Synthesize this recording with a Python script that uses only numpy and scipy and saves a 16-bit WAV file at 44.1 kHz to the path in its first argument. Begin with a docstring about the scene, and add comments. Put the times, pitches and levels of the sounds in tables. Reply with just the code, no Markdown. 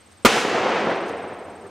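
"""A bird-scaring cartridge bursts over a field edged with trees and overloads the microphone for 20 ms.
Foliage close by scatters the bang back as a bright wash; from farther off the tree lines return
a long roll that the air makes ever duller. An insect chirps in the grass, stops at the bang and
starts again, and something rustles briefly near the microphone. Behind it all lie distant rumble,
the hiss of leaves and a thin chorus of far insects."""
import sys
import numpy as np
from scipy import signal
from scipy.fft import rfft, irfft
from scipy.io import wavfile
from scipy.ndimage import uniform_filter1d

SR = 44100
rng = np.random.default_rng(int(sys.argv[2]) if len(sys.argv) > 2 else 0)


def pcm_store(signal):
    """Save signal as 16-bit PCM."""
    levels = np.round(np.clip(np.atleast_2d(signal), -1, 1) * 32767)
    wavfile.write(sys.argv[1], SR, levels.astype(np.int16).T)


N = 74970
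T = np.arange(N) / SR
HZ = np.fft.rfftfreq(N, 1 / SR)
BANG_S = .2499

# Stereo width of the echoes off the trees. Each row: frequency in Hz, side against middle in dB.
TREE_WIDTH = [(60, -18), (200, -23.5), (900, -25), (2400, -17), (6000, -11.5), (15000, -3.5)]
# Stereo width of the background and rustles. Each row: frequency in Hz, side against middle in dB.
FIELD_WIDTH = [(25, -6), (80, -16), (500, -6), (5000, -9.5), (15000, 2.5)]


def amp(db):
    return 10 ** (np.asarray(db) / 20)


def unit_rms(x):
    return x / np.sqrt(np.mean(x ** 2) + 1e-20)


def colour(x, points):
    """Filters by a curve. Each row: frequency in Hz, gain in dB."""
    hz, db = np.transpose(points)
    return irfft(rfft(x) * amp(np.interp(np.log(HZ + 1), np.log(hz), db)), N)


def stereo(pair, spectrum, width):
    """Two unrelated signals become the middle and the sides of one coloured sound, at unit RMS."""
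    mid = colour(pair[0], spectrum)
    side = colour(colour(pair[1], spectrum), width)
    return unit_rms(np.array([mid + side, mid - side]))


def noise(spectrum, width):
    return stereo(rng.standard_normal((2, N)), spectrum, width)


def swells(rows):
    """Amplitude over time of short bell-shaped swells that add in power."""
    return np.sqrt(sum(amp(db) ** 2 * np.exp(-((T - s) / length) ** 2) for s, db, length in rows))


def ambience():
    """The open field: distant rumble and the hiss of summer foliage."""
    # Each row: frequency in Hz, relative noise density in dB.
    spectrum = [(25, 3), (50, -16), (85, 12), (140, -10), (220, -1), (450, -4.5), (1000, -8), (2000, -11),
                (4500, -17), (7000, -21.5), (9500, -27.5), (11000, -29.5), (13000, -35.5), (16000, -40)]
    return amp(-51.5) * noise(spectrum, FIELD_WIDTH)


def far_insects():
    """Far insects trill without a break and merge into thin, steady bands of hiss."""
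    # Each row: centre of the band in Hz, level in dB.
    bands = [(9300, -80), (10550, -83)]
    half_width_hz = 130
    hiss = rfft(rng.standard_normal(N))
    return sum(amp(db) * unit_rms(irfft(hiss * np.exp(-((HZ - hz) / half_width_hz) ** 2), N))
               for hz, db in bands)


def grass_insect():
    """Each wing stroke is a near-pure tone that arches in pitch; the grass adds a short echo."""
    # Each row: start, end and first chirp period in seconds, seconds added to the period
    # per chirp, pitch drop at the end of each chirp in Hz.
    bouts = [(.0025, .25, .055, 0, 600), (.6852, 1.7, .0523, .000244, 360)]
    chirp_s, edge_s, echo_decay_s = .02, .0035, .018
    start_hz, top_hz, jitter_hz = 8230, 8530, 70
    level_db, rise_db = -55, 2.5
    song = np.zeros(N)
    for start, end, period, slowing, drop_hz in bouts:
        while start < end:
            age = T - start
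            progress = np.clip(age / chirp_s, 0, 1)
            hz = np.interp(progress, [0, .52, 1], [start_hz, top_hz, top_hz - drop_hz])
            hz += jitter_hz * unit_rms(uniform_filter1d(rng.standard_normal(N), size=30))
            gate = np.clip(np.minimum(age, chirp_s - age) / edge_s, 0, 1)
            song += gate * amp(level_db + rise_db * progress) * np.sin(2 * np.pi * np.cumsum(hz) / SR)
            start += period
            period += slowing
    grass = rng.standard_normal((2, N)) * np.exp(-T / echo_decay_s)
    echo = signal.fftconvolve(song[None], grass / np.linalg.norm(grass[0]), axes=1)[:, :N]
    return song + amp(-7) * echo


def rustles():
    """Short, dry brushes of hiss close to the microphone."""
    # Each row: time of the peak in seconds, level in dB, half-length in seconds.
    brushes = [(.122, -60, .014), (1.086, -49, .005), (1.0955, -44.5, 0.0026), (1.105, -55, .002),
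               (1.2, -64, 0.026)]
    # Each row: frequency in Hz, relative noise density in dB.
    spectrum = [(500, -25), (3000, -2), (6500, 1), (11000, -7), (13000, -19), (16000, -36)]
    return swells(brushes) * noise(spectrum, FIELD_WIDTH)


def shock(start_s, overpressure_s):
    """A sudden jump of pressure that falls through zero into suction."""
    progress = np.maximum(T - start_s, 0) / overpressure_s
    return (T >= start_s) * (1 - progress) * np.exp(-progress)


def blast():
    """The cartridge: a soft push, then the shock and its reflections off the ground and near trunks."""
    # Each row: delay in seconds, level against the direct shock in dB, overpressure length in seconds.
    reflections = [(.0016, -24.5, 0.0006), (.0021, 9.5, 0.00053), (.0041, -11.5, 0.00094),
                   (.0047, -2.5, .0016), (.0096, -1.5, 0.00068), (0.0104, -3, 0.0005),
                   (0.0132, -15, 0.0018)]
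    lead_s, push_hz, push_db, shock_db = .0012, 370, 3, 14
    age = T - BANG_S
    push = np.sin(2 * np.pi * push_hz * (age + lead_s)) * (age > -lead_s) * (age < 0)
    direct = shock(BANG_S, overpressure_s=.001)
    reflected = sum(amp(db) * shock(BANG_S + delay, length) for delay, db, length in reflections)
    return amp(push_db) * push - amp(shock_db) * (direct + reflected)


def bush_scatter():
    """The bushes nearest the microphone return a dense burst whose treble dies first."""
    # Each row: frequency in Hz, relative noise density in dB.
    spectrum = [(30, -30), (110, -26), (230, 0), (320, -30), (420, 6), (560, -7.5), (700, -9), (1000, 1),
                (1400, 0.5), (2500, -2), (5000, -14.5), (9000, -18), (16000, -34)]
    # Each row: frequency in Hz, side against middle in dB.
    width = [(60, 11), (500, -14), (1600, -13), (5000, -20), (15000, 0)]
    rise_s, hold_s, fade_db_per_s = .0026, .01, 753
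    treble_hz, extra_fade_db_per_s = 2980, 400
    age = np.maximum(T - BANG_S, 0)
    fading_s = np.maximum(age - hold_s, 0)
    burst = noise(spectrum, width)
    body = irfft(rfft(burst) / (1 + (HZ / treble_hz) ** 2) ** 2, N)
    treble = (burst - body) * amp(-extra_fade_db_per_s * fading_s)
    level = np.minimum(age / rise_s, 1) ** .5 * amp(-2.5 - fade_db_per_s * fading_s)
    return level * (body + treble)


def leaf_wash():
    """Leaves nearby scatter the bang into a smooth, bright hiss that holds, then fades."""
    # Each row: frequency in Hz, relative noise density in dB before the air dulls it.
    spectrum = [(30, -35), (110, -17), (220, 0), (300, -11.5), (450, 2.5), (750, -2.5), (950, -5.5),
                (1400, 0.5), (2000, -5), (2800, -2), (4200, -9.5), (6200, -10.5), (10000, -20),
                (13000, -31), (16000, -50)]
    hold_s, fade_db_per_s = .14, 82
    fading_s = np.maximum(T - BANG_S - hold_s, 0)
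    return noise(spectrum, TREE_WIDTH) * amp(-20.5 - fade_db_per_s * fading_s)


def tree_roll():
    """Thousands of small echoes from the tree lines, with firm, duller slaps from single clumps."""
    # All levels are before the air's loss. Each row: frequency in Hz, relative density in dB.
    spectrum = [(30, -45), (60, -33), (120, -14.5), (150, -16.5), (190, -5.5), (300, -5), (370, -0.5),
                (490, 2.5), (590, -2.5), (700, 0.5), (950, -4), (1400, -5.5), (2500, -8.5), (4000, -15.5),
                (6200, -19.5), (10000, -33), (13000, -47), (16000, -29)]
    # Echoes from ever farther away. Each row: arrival in seconds, level in dB.
    arrivals = [(.26, -20.5), (.43, -27), (.5, -21), (.56, -20), (.68, -19.5), (.78, -17.5), (.85, -20),
                (.92, -19.5), (.98, -22.5), (1.08, -24.5), (1.2, -28), (1.31, -29.5), (1.38, -31),
                (1.55, -34.5), (1.7, -39)]
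    # Clumps that answer louder. Each row: arrival in seconds, level in dB, half-length in seconds.
    clumps = [(.372, -20, 0.012), (.452, -14, 0.0019), (.555, -23.5, .012), (.584, -13.5, 0.002),
              (.667, -16.5, 0.0058), (.705, -22.5, 0.012), (.873, -16.5, .004), (.897, -20.5, 0.013),
              (.918, -18, 0.0064), (1.1, -29.5, 0.0078), (1.13, -35, 0.014), (1.243, -31, 0.018),
              (1.325, -28.5, 0.0051), (1.655, -34.5, 0.017)]
    echoes_per_s, spread_db = 9000, 2
    dull_hz = 1830  # trunks and thickets return little above this
    sizes = amp(spread_db * np.minimum(rng.exponential(1, (2, N)), 3))
    signs = rng.choice([-1., 1.], (2, N))
    hits = rng.random((2, N)) < echoes_per_s / SR
    echoes = stereo(sizes * signs * hits, spectrum, TREE_WIDTH)
    dull = irfft(rfft(noise(spectrum, TREE_WIDTH)) / (1 + (HZ / dull_hz) ** 2), N)
    firm = dull / np.sqrt(uniform_filter1d((dull ** 2).mean(0), size=200) + 1e-12)  # level held even
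    return echoes * amp(np.interp(T, *np.transpose(arrivals))) + firm * swells(clumps)


def through_air(echoes):
    """Echoes start at the bang; the later one arrives, the more treble its long path has taken."""
    db_per_s_at_1khz = 4.5
    hz, t, frames = signal.stft(echoes, SR, nperseg=512, noverlap=384)
    loss_db = db_per_s_at_1khz * (hz[:, None] / 1000) ** .91 * np.maximum(t - BANG_S, 0)
    _, dulled = signal.istft(frames * amp(-loss_db), SR, nperseg=512, noverlap=384)
    return dulled[:, :N] * (T > BANG_S)


def scene():
    """The bang, its echoes and the life of the field as they reach the microphone."""
    bang = blast() + bush_scatter() + through_air(leaf_wash() + tree_roll())
    return bang + grass_insect() + far_insects() + rustles() + ambience()


def record(dry):
    """The microphone input clips, its coupling tilts the flat tops, and the highest treble is cut."""
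    clip_db, knee, coupling_hz, edge_hz = -5, 2.6, 43, 15700
    clipped = dry / (1 + abs(dry / amp(clip_db)) ** knee) ** (1 / knee)
    coupled = signal.lfilter(*signal.butter(2, coupling_hz, "high", fs=SR), clipped)
    low_pass = signal.firwin(255, edge_hz, window=("kaiser", 9), fs=SR)
    return signal.oaconvolve(coupled, low_pass[None], "same")


dry = scene()
out = record(dry)
pcm_store(out)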